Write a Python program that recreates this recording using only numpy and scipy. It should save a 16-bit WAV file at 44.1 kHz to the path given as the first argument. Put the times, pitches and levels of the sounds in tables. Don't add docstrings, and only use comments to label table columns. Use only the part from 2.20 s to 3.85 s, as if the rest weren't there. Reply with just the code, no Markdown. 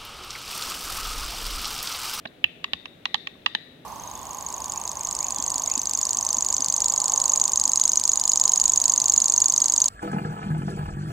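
import sys
import numpy as np
from scipy import signal
from scipy.fft import rfft, irfft
from scipy.io import wavfile

SR = 44100
rng = np.random.default_rng(int(sys.argv[2]) if len(sys.argv) > 2 else 0)


def store_wav(level_fs):
    pcm = np.round(np.clip(np.atleast_2d(level_fs), -1, 1) * 32767)
    wavfile.write(sys.argv[1], SR, pcm.T.astype(np.int16))


N = 72765

# (t/s,
# relative level/dB, pitch ratio, then extra level/dB for hollow, low, middle, high, crack)
KNOCKS = [(0.053, -2, 0.82, 12.5, -0.5, -7, -2.5, -14), (0.0558, 1, 0.94, -2, -2, -9, -0.5, -5),
          (0.0566, -5.5, 0.98, -6, -14, -1, -12, -10), (0.2413, 11.5, 1.009, -7, -9.5, 11.5, -11.5, -4.5),
          (0.4417, 10, 0.99, -9.5, -1.5, -2, 1.5, 2.5), (0.5332, 7.5, 0.98, -7.5, -0.5, 2.5, 8, 4),
          (0.6557, -2.5, 0.99, -3, 2.5, 1.5, 2, 3.5), (0.8546, 10, 1.009, 1.5, 2, 1, 3, 2.5),
          (0.943, 13, 1.001, 7.5, -6, -3.5, 6, 6), (0.9530, -0.5, 1.09, 4.5, -1.5, 2.5, 2, -14),
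          (1.0714, 2.5, 0.97, -3, -2, 3.5, 0, 4), (1.2609, 16.5, 1.031, -7, 1, 0, 2, -3),
          (1.3492, 17, 0.99, -1.5, -16.5, -9, 2, -4)]
FAMILIES = ("hollow", "low", "middle", "high", "crack")
# (family, f/Hz, relative level/dB, t60/s, left minus right/dB)
CUP_MODES = [("hollow", 847.5, -7.5, 0.024, -13.5), ("low", 991, -5.5, 0.016, -11),
             ("low", 1146, -3, 0.025, -9), ("wall", 1852, -1.74, .015, -1.2),
             ("wall", 1930, -4.5, 0.024, -1.9), ("middle", 2743, 6.5, 0.01, -3.4),
             ("wall", 3027, 0, 0.021, 0.48), ("high", 3590, 1.15, 0.008, -0.66),
             ("high", 3880, -2.3, 0.016, 0), ("crack", 4810, -13, 0.0018, -9.5),
             ("crack", 6460, -20, 0.0022, 0.082), ("crack", 10750, -37, 0.0077, 0)]
# (t/s, starting f/Hz, peak level before panning/dB, t60/s)
THUDS = [(0.057, 234, -37, 0.063), (0.245, 97, -44, 0.13), (.534, 228, -38.5, 0.042),
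         (.534, 610, -34.5, .02), (.54, 80, -46.5, 0.13), (.944, 163, -37, 0.034),
         (1.35, 220, -41.5, 0.084)]
# (t/s, starting f/Hz, peak level before panning/dB)
PLOPS = [(.481, 1190, -50), (.953, 876, -45), (1.154, 1100, -53)]
# (f/Hz, relative level/dB)
ROOM_COLOUR = [(100, 7), (800, -19.5), (1400, -4), (1750, -3), (2020, 1), (2400, -7), (3100, -11.5),
               (3700, 4.5), (4200, -6), (5000, -3.5), (7000, -4.5), (14000, -3)]
# (f/Hz, relative level per Hz/dB, left-right likeness, left minus right/dB)
BACKGROUND = [(20, -18.5, .3, 1), (55, -8, 0.9, -2), (118, -4.5, 0.83, 0), (165, 1, 0.91, 0.5),
              (198, -5.5, 0.87, -1), (239, 1.5, 1, 0), (370, -4.5, 0.67, 2), (400, -2, .7, 1),
              (467, -6, .65, 4.5), (654, -6.5, 0.17, -3.5), (1000, -19, 0, 5), (1980, -15.5, 0, 2),
              (3660, -20, 0.65, 14), (4850, -30, 0, 1.5), (7600, -35.5, 0, 6.5), (15700, -36, 0.11, 3)]

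KNOCK_DB, LEFT_LAG_S = -16, 0.00062
MODE_SPREAD = 1.243
SKID_S, SKID_SIZE, SKIDS_PER_S = 0.0022, 0.75, 2400
TICK_DB, TICK_DECAY_S = -33, 0.00044
THUD_SAG_PER_S, THUD_PAN_DB = 6.5, -9
SCRAPE_S, SCRAPE_WIDTH_S, SCRAPE_HZ, SCRAPE_DB, SCRAPE_PAN_DB = 0.0755, 0.0035, 3930, -42, -5.5
PLOP_T60_S, PLOP_RISE_PER_S, PLOP_PAN_DB = 0.02, 3.9, -16
ROOM_DB, ROOM_T60_S, ROOM_PAN_DB = -16, 0.72, 11
NEAR_DB, NEAR_T60_S = -21, 0.1
BACKGROUND_DB, CUTOFF_HZ = -51.5, 16200


def from_db(db):
    return 10 ** (np.asarray(db) / 20)


def unit(x):
    return x / np.sqrt(np.sum(x ** 2, axis=-1, keepdims=True) + 1e-20)


def pan(db):
    return from_db([[db / 2], [-db / 2]])


def clock(s):
    return np.arange(int(s * SR)) / SR


def add(out, s, x):
    i = int(s * SR)
    out[..., i:i + x.shape[-1]] += x[..., :N - i]


def per_bin(points):
    hz, *columns = np.transpose(points)
    bins = np.maximum(np.arange(N // 2 + 1) * SR / N, 1)
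    return [np.interp(np.log(bins), np.log(hz), column) for column in columns]


def ring(force, hz, t60):
    radius = from_db(-60 / (t60 * SR))
    angle = 2 * np.pi * hz / SR
    resonance = signal.lfilter([1, -1], [1, -2 * radius * np.cos(angle), radius ** 2], force + 1e-18)
    band = [hz / MODE_SPREAD, hz * MODE_SPREAD]
    skirts = signal.butter(2, band, "band", fs=SR, output="sos")
    return signal.sosfilt(skirts, resonance)


def knocks():
    out, t = np.zeros((2, N)), clock(0.15)
    for s, level_db, pitch, *extra_db in KNOCKS:
        extra = dict(zip(FAMILIES, extra_db))
        tick = unit(rng.standard_normal((2, len(t))) * np.exp(-t / TICK_DECAY_S))
        knock = from_db(TICK_DB + extra["crack"]) * tick
        for family, hz, db, t60, pan_db in CUP_MODES:
            mode = unit(ring(contact(t), hz * pitch, t60))
            knock = knock + from_db(db + extra.get(family, 0)) * pan(pan_db) * mode
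        knock = knock * from_db(KNOCK_DB + level_db)
        add(out[0], s + LEFT_LAG_S, knock[0])
        add(out[1], s, knock[1])
    return out


def contact(t):
    skids = (rng.random((2, len(t))) < SKIDS_PER_S / SR) * (t < SKID_S)
    sizes = SKID_SIZE * rng.uniform(0.65, 1, skids.shape)
    force = skids * sizes * rng.choice([-1, 1], skids.shape)
    force[:, 0] = 1
    return force


def thuds():
    out, t = np.zeros(N), clock(0.2)
    for s, hz, db, t60 in THUDS:
        turns = hz * np.cumsum(np.exp(-THUD_SAG_PER_S * t)) / SR
        decay = from_db(db - 60 * t / t60)
        add(out, s, decay * np.sin(2 * np.pi * turns))
    return out * pan(THUD_PAN_DB)


def scrape():
    t = np.arange(N) / SR
    swell = np.exp(-0.5 * ((t - SCRAPE_S) / SCRAPE_WIDTH_S) ** 2)
    rasp = unit(ring(rng.standard_normal((2, N)), SCRAPE_HZ, 0.006))
    rasp = rasp * np.sqrt(N)
    return from_db(SCRAPE_DB) * swell * rasp * pan(SCRAPE_PAN_DB)


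def plops():
    out, t = np.zeros(N), clock(2 * PLOP_T60_S)
    for s, hz, db in PLOPS:
        turns = hz * t * (1 + PLOP_RISE_PER_S * t / 2)
        decay = from_db(db - 60 * t / PLOP_T60_S)
        add(out, s, decay * np.sin(2 * np.pi * turns))
    return out * pan(PLOP_PAN_DB)


def kitchen(x):
    t = np.arange(N) / SR
    onset = np.clip(t / 0.0025 - 0.5, 0, 1)
    far = unit(rng.standard_normal((2, N)) * onset * from_db(-60 * t / ROOM_T60_S))
    near = unit(rng.standard_normal((2, N)) * onset * from_db(-60 * t / NEAR_T60_S))
    colour_db, = per_bin(ROOM_COLOUR)
    far = irfft(rfft(far) * from_db(colour_db), N)
    far = far * onset * (t < ROOM_T60_S * 1.5)
    response = from_db(ROOM_DB) * pan(ROOM_PAN_DB) * far + from_db(NEAR_DB) * near
    return signal.fftconvolve(x, response, axes=1)[:, :N]


def background():
    db, alike, pan_db = per_bin(BACKGROUND)
    alike = np.clip(alike, -1, 1)
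    mid, side = rfft(rng.standard_normal((2, N)))
    sides = np.sqrt(1 + alike) * mid + np.sqrt(1 - alike) * side * [[1], [-1]]
    levels_db = np.array([db + pan_db / 2, db - pan_db / 2])
    noise = irfft(sides * from_db(levels_db), N)
    return from_db(BACKGROUND_DB) * noise / noise.std()


def scene():
    cup = knocks() + thuds() + scrape() + plops()
    return cup + kitchen(cup) + background()


def record(dry):
    lowpass = signal.ellip(10, 0.1, 70, CUTOFF_HZ, fs=SR, output="sos")
    return signal.sosfilt(lowpass, dry)


dry = scene()
out = record(dry)
store_wav(out)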